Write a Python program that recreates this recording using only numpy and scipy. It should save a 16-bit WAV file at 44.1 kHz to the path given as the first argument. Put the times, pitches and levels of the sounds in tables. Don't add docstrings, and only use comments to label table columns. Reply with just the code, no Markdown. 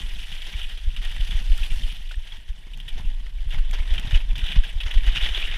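import sys
import numpy as np
from scipy import signal
from scipy.fft import rfft, irfft
from scipy.io import wavfile

SR = 44100
rng = np.random.default_rng(int(sys.argv[2]) if len(sys.argv) > 2 else 0)


def boost(x):
    u = np.asarray(x, float) / 20
    return 10 ** u


def bounce(signal):
    frames = np.transpose(np.atleast_2d(signal))
    limited = np.clip(frames, -1, 1)
    pcm = np.round(limited * 32767).astype(np.int16)
    wavfile.write(sys.argv[1], SR, pcm)


N = 245637
SECONDS = np.arange(N) / SR

# time in seconds, rolling level in dB, wetness in dB, roughness in dB.
TRAIL = [(0.0, -44.5, 0.5, 2.5), (0.25, -47, 2, -3.5), (0.56, -42, -1, 0), (0.8, -51.5, 0.5, -4.5),
         (1.2, -45, 0, -0.5), (1.4, -44.5, 1.5, 4.5), (1.75, -45, 4.5, 3.5), (2.1, -50.5, 0, -7),
         (2.6, -57.5, 1, 1), (2.97, -52.5, 0, 3.5), (3.3, -57, 1.5, 1.5), (3.65, -50.5, -2, 3.5),
         (4.05, -40.5, -3, 11), (4.25, -52.5, 0, 4.5), (4.53, -42, -5, 4.5), (4.8, -49.5, -1, -0.5),
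         (5.24, -36, -5.5, 1.5), (5.57, -34.5, -9, -1.5)]


def in_time(rows):
    s, *columns = np.transpose(rows)
    return [np.interp(SECONDS, s, c) for c in columns]


def rms_one(x):
    return x / np.sqrt(np.mean(x ** 2) + 1e-20)


def cut(x, hz, kind, order=2):
    return signal.sosfilt(signal.butter(order, hz, kind, fs=SR, output="sos"), x)


def drift(rate):
    step = 20
    r = np.exp(-2 * np.pi * rate * step / SR)
    noise = rng.standard_normal(N // step + 2002)
    slow = signal.lfilter([1], [1, -2 * r, r * r], noise)[2000:]
    return np.interp(np.arange(N) / step, np.arange(len(slow)), rms_one(slow))


def follow(mean_db, roll_share, rough_share):
    roll_db, _, rough_db = in_time(TRAIL)
    return boost(mean_db + roll_share * (roll_db - roll_db.mean()) + rough_share * rough_db)


def case_noise(flicker_db):
    # frequency in Hz, level in dB per Hz before the resonances.
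    case_colour = [(150, -27), (250, -19.5), (292, -22.5), (542, -20), (834, -14), (1140, -17.5),
                   (1580, -8), (2150, -7), (3030, 0), (3600, -3), (4140, -15.5), (5830, -19), (7050, -25.5),
                   (9950, -23.5), (15300, -36)]
    # frequency in Hz, width in Hz, lift in dB.
    case_peaks = [(342, 230, 7), (621, 29, 5), (1887, 205, 4.5), (2970, 82, 3), (3340, 580, 2),
                  (8300, 160, -2.5)]
    band_edges = (150, 250, 400, 600, 850, 1150, 1600, 2300, 3000, 4000, 5300, 7000, 9500, 12000, 17000)
    part_edges = (1150, 2300, 4000, 7000)
    hz = np.maximum(np.fft.rfftfreq(N, 1 / SR), 1)
    colour_hz, level_db = np.transpose(case_colour)
    colour_db = np.interp(np.log(hz), np.log(colour_hz), level_db)
    for peak_hz, width, lift_db in case_peaks:
        colour_db += lift_db / (1 + (2 * (hz - peak_hz) / width) ** 2)
    spectrum = rfft(rng.standard_normal(N)) * boost(colour_db)
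    parts = np.zeros((5, N))
    for low, high in zip(band_edges, band_edges[1:]):
        band = irfft(spectrum * ((hz >= low) & (hz < high)), N)
        parts[np.searchsorted(part_edges, low, "right")] += band * boost(flicker_db * drift(44))
    return parts / np.sqrt(np.mean(parts[2] ** 2))


def ring(clicks, hz, t60):
    r, w = boost(-60 / (t60 * SR)), 2 * np.pi * hz / SR
    return signal.lfilter([0, np.sin(w)], [1, -2 * r * np.cos(w), r * r], clicks + 1e-18)


def swells(events):
    out, reach = np.zeros(N), SR // 20
    for s, peak_db, half_ms in events:
        centre = round(s * SR)
        near = slice(max(centre - reach, 0), centre + reach)
        ms = (SECONDS[near] - s) * 1000
        out[near] += boost(peak_db) * np.exp(-0.5 * (ms / half_ms) ** 2)
    return out


def hiss():
    level_db = -77
    treble = cut(cut(rng.standard_normal(N), 7000, "high"), 12500, "low")
    return boost(level_db) * rms_one(treble)


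def wind():
    # time in seconds, buffeting level in dB before the 2.5 dB lift below.
    buffeting = [(0.0, -24.5), (0.23, -28.5), (0.36, -33), (0.62, -26), (0.71, -32), (1.15, -23.5),
                 (1.32, -26.5), (1.86, -28), (2.23, -32.5), (2.34, -29.5), (2.54, -40.5), (2.85, -29.5),
                 (3.01, -28), (3.83, -23.5), (4.28, -26), (4.65, -31.5), (5.07, -22), (5.57, -26)]
    bass = cut(cut(rng.standard_normal(N), 31.15, "low", order=4), 9.0, "high")
    level_db = in_time(buffeting)[0] + 2.5 + 0.5 * drift(4.3)
    return boost(level_db) * rms_one(bass)


def shake():
    rumble = cut(cut(rng.standard_normal(N), 170.5, "low", order=4), 49, "high")
    uneven = boost(6.1 * drift(20.0))
    return follow(mean_db=-56, roll_share=0.39, rough_share=1.1) * uneven * rms_one(rumble)


def rolling():
    roll_db, wet_db, _ = in_time(TRAIL)
    *lower, upper, bright = case_noise(flicker_db=2.0)
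    low, growl, middle, bright = map(rms_one, (*lower, upper + bright))
    grains = rng.exponential(1, N)
    sizes = boost(5.8 * np.minimum(grains, 4)) * (rng.random(N) < 200 / SR)
    pitches, dealt = np.geomspace(2300, 3800, 12), rng.integers(0, 12, N)
    grit = sum(ring(sizes * (dealt == k), hz, 57.0 / hz) for k, hz in enumerate(pitches))
    tyre = boost(roll_db) * (middle + boost(-8) * rms_one(grit))
    spray = boost(-57 + (roll_db - roll_db.mean()) + wet_db) * bright
    rumble = follow(mean_db=-60.5, roll_share=0.63, rough_share=0.57) * low
    growl = follow(mean_db=-54, roll_share=0.92, rough_share=0.2) * growl
    clumps = boost(1.2 * drift(15) + 1.3 * drift(70))
    return clumps * (rumble + growl + tyre + spray)


def ticks():
    # start in seconds, envelope peak in dB before the 6 dB cut below.
    grit_ticks = [(.424, -50), (.6305, -37), (.965, -41), (1.03, -40), (1.05, -34), (1.1144, -41),
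                  (1.3086, -39), (1.5778, -29), (1.7654, -50), (2.0941, -44), (2.7337, -52), (2.7742, -38),
                  (2.803, -42), (2.8898, -33.5), (3.505, -43), (3.592, -42), (3.712, -32), (3.7334, -47),
                  (3.9385, -35), (3.9974, -32), (4.2115, -65), (4.381, -34), (4.805, -48), (4.9097, -51),
                  (4.94, -35), (4.98, -52), (5.0648, -37.5)]
    decay_ms = 1.7
    shape, reach = np.zeros(N), SR // 50
    ms = np.arange(reach) * 1000 / SR
    for s, peak_db in grit_ticks:
        start = round(s * SR)
        shape[start:start + reach] += boost(peak_db) * np.exp(-ms / decay_ms)
    noise = cut(cut(rng.standard_normal(N), 2500, "high"), 7300, "low", order=1)
    return boost(-6) * shape * rms_one(noise)


def pings():
    # start in seconds, level in dB before soft start and decay, pitch in Hz,
    # time to fall 60 dB in seconds.
    stones = [(.616, -21.5, 3110, 0.025), (1.31, -23, 3380, 0.033), (1.585, -37, 1390, .03),
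              (1.632, -18, 2570, 0.012), (1.834, -25, 3110, 0.031), (2.111, -30, 1500, 0.017),
              (2.142, -31, 1800, 0.019), (2.155, -44, 8300, 0.019), (2.322, -26.5, 3330, 0.027),
              (2.801, -22, 3150, 0.0095), (3.507, -30, 3200, 0.013), (3.712, -24, 2300, .007),
              (3.98, -19, 3090, 0.025), (4.639, -26.5, 1650, 0.027), (4.834, -27, 3350, 0.035),
              (4.979, -21, 2630, 0.0085), (5.223, -38, 8300, .02), (5.254, -21, 3150, 0.025)]
    out, reach = np.zeros(N), SR // 10
    ms = np.arange(reach) * 1000 / SR
    soft_start = 1 - np.exp(-ms / 0.64)
    for s, peak_db, hz, t60 in stones:
        start = round(s * SR)
        decay = boost(-60 * ms / 1000 / t60)
        tone = np.sin(2 * np.pi * hz * ms / 1000) * decay * soft_start
        out[start:start + reach] += boost(peak_db) * tone
    return out


def bursts():
    # start in seconds, nominal peak in dB, decay length in ms,
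    # low rattle in dB against the middle part.
    set_bursts = [(0.186, -21, 17, -13), (.2793, -31, 10.5, -1), (.322, -31, 26, -24), (.3475, -26, 18, 0),
                  (0.416, -19, 11, -13), (.4633, -30.5, 36, 10), (.583, -26, 43, -2),
                  (.615, -29.5, 77, -27), (0.687, -29, 57, 1.5), (0.773, -24.5, 8.9, -1),
                  (0.9613, -23, 25, -1.5), (1.013, -26.5, 38, 4.5), (1.0466, -25, 50, -3),
                  (1.11, -27, 22, 3), (1.1623, -23.5, 7.3, 3), (1.2064, -18.5, 6.5, -3),
                  (1.269, -23.5, 14, -3), (1.306, -21.5, 37, -1.5), (1.3568, -28, 31, 0),
                  (1.386, -29.5, 18, 12), (1.515, -22, 12, -17), (1.5783, -27, 29, -9),
                  (1.631, -24, 33, -10), (1.702, -22.5, 28, -8), (1.833, -27, 14, -8),
                  (1.8716, -26, 33, -26), (1.899, -26, 17, -19), (1.959, -22.5, 11, -24),
                  (2.0886, -28.5, 20, -14), (2.111, -27, 18, 4), (2.258, -32, 60, 2),
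                  (2.319, -35.5, 36, 10.5), (2.476, -35.5, 37, 1), (2.6648, -49.5, 16, 24),
                  (2.7336, -27, 12.4, -24), (2.799, -31, 16, -5), (2.878, -22, 28, -6.5),
                  (2.975, -37.5, 29, 20), (3.258, -36, 22, 10), (3.5036, -24.5, 23, -3.5),
                  (3.523, -29.5, 42, 12), (3.578, -27, 16, 7.5), (3.728, -23.5, 39, 9),
                  (3.7854, -29.5, 14, 14), (3.9015, -25.5, 12, 6.5), (3.935, -20.5, 24, -2),
                  (3.978, -16, 13.3, -3.5), (4.106, -20, 30, 0), (4.1415, -15, 34, -2.5),
                  (4.2118, -31, 7.9, 11), (4.354, -18, 14, -1), (4.3766, -21.5, 42, -4),
                  (4.4344, -19.5, 37, -5), (4.46, -21, 18, -13), (4.4786, -20, 32, -7),
                  (4.5172, -17.5, 23, -16), (4.555, -19.5, 21, 5), (4.6314, -24, 52, -6),
                  (4.8018, -12.5, 16, -7), (4.831, -24, 15, 2), (4.855, -23.5, 50, 8),
                  (4.9083, -19, 16, -4), (4.938, -22.5, 11, 8), (4.9793, -28, 7.7, 10),
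                  (5.0389, -26, 16, 8), (5.064, -20.5, 42, 3), (5.1478, -13, 46, -4), (5.206, -15, 60, -2),
                  (5.254, -24, 29, 3), (5.287, -15, 14, 2), (5.3388, -17, 36, -8), (5.373, -18, 9.1, 11.5),
                  (5.5115, -16, 11, 0)]
    rise_ms, rise_share = 1.25, 0.07
    treble_db, loud_db, treble_loss = -3, -19.5, 0.34
    small_count, small_ms = 60, 17.8
    small_over_roll_db, small_spread_db, small_low_spread_db = 11, 2.5, 3
    roll_db, wet_db, _ = in_time(TRAIL)
    at, chance = rng.integers(0, N, small_count), rng.standard_normal((small_count, 2))
    small = []
    for i, (level, rattle) in zip(at, chance):
        peak_db = roll_db[i] + small_over_roll_db + small_spread_db * level
        small.append((i / SR, peak_db, small_ms, small_low_spread_db * rattle))
    shapes, reach = np.zeros((5, N)), SR // 5
    for s, peak_db, decay_ms, low_db in [*set_bursts, *small]:
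        start = round(s * SR)
        near = slice(start, start + reach)
        ms = (SECONDS[near] - s).clip(0) * 1000
        rise = 1 - np.exp(-ms / (rise_ms + rise_share * decay_ms))
        shape = rise * np.exp(-(ms / decay_ms) ** 2)
        bright_db = treble_db + wet_db[min(start, N - 1)] - treble_loss * (peak_db - loud_db)
        upper_db = 0.53 * low_db + 0.29 * bright_db
        shares_db = np.array([[low_db], [0.61 * low_db], [0], [upper_db], [bright_db]])
        shapes[:, near] += boost(peak_db) * shape * boost(shares_db)
    crackle = boost(2.0 * drift(160))
    crest = boost(-13.5)
    noise = np.sum(shapes * case_noise(flicker_db=2.0), axis=0)
    return crest * crackle * cut(noise, 360, "high")


def thumps():
    # centre in seconds, push in dB, half length (standard deviation of the bell) in ms.
    jolts = [(0.126, -8, 14), (1.214, -7, 7.2), (1.363, -8, 9.2), (1.514, 0.0, 6.5), (1.613, -8.5, 5.7),
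             (1.721, -4.5, 9.9), (1.843, -8.5, 5.9), (2.926, -7, 9.7), (3.07, -5, 8.5), (3.41, -14, 7.4),
             (3.532, -11, 16), (3.592, -11, 6.3), (3.728, -6.5, 7.8), (3.805, -8.5, 4.7),
             (3.919, -2.5, 5.3), (4.156, -1, 5.2), (4.302, -6, 6.7), (4.435, -10.5, 3.8), (4.584, 1.5, 5.4),
             (4.859, -10.5, 4.2), (4.968, 0, 5.8), (5.08, -2.5, 5), (5.228, -7, 6.8), (5.314, -10.5, 5),
             (5.43, -11, 11.6), (5.502, -19, 4.8)]
    # centre in seconds, pull in dB, half length (standard deviation of the bell) in ms.
    knocks = [(.555, -15, 3.85), (.877, -7.5, 4.2), (1.2, -18, 2.54), (1.295, -27.5, 1.16),
              (1.352, -11.5, 3.66), (1.415, -29, 1.1), (1.77, -14.5, 4.1), (2.177, -13, 4.2),
              (2.502, -13.5, 4.6), (2.67, -39, 0.63), (3.0, -27.5, 1.4), (3.05, -25, 1.76),
              (3.47, -14.5, 3.6), (3.547, -20, 2.5), (3.573, -22.5, 1.85), (4.049, -23.5, 1.1),
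              (4.075, -22, 2), (4.134, -8, 2.4), (4.566, -13, 1.5), (4.761, -12, 4.1), (5.237, -19.5, 2.8)]
    return swells(jolts) - swells(knocks)


def scene():
    return (thumps() + wind() + shake() + rolling() + bursts() + pings() + ticks() + hiss())[None]


def band_limit(x):
    return signal.sosfilt(signal.butter(12, 15800, fs=SR, output="sos"), x)


def record(dry):
    low_cut_hz, top_hz = 14.8, 15550
    swing = cut(dry, low_cut_hz, "high")
    top = signal.cheby2(20, 50, top_hz, fs=SR, output="sos")
    mix = signal.sosfilt(top, swing)
    return band_limit(mix)


dry = scene()
out = record(dry)
bounce(out)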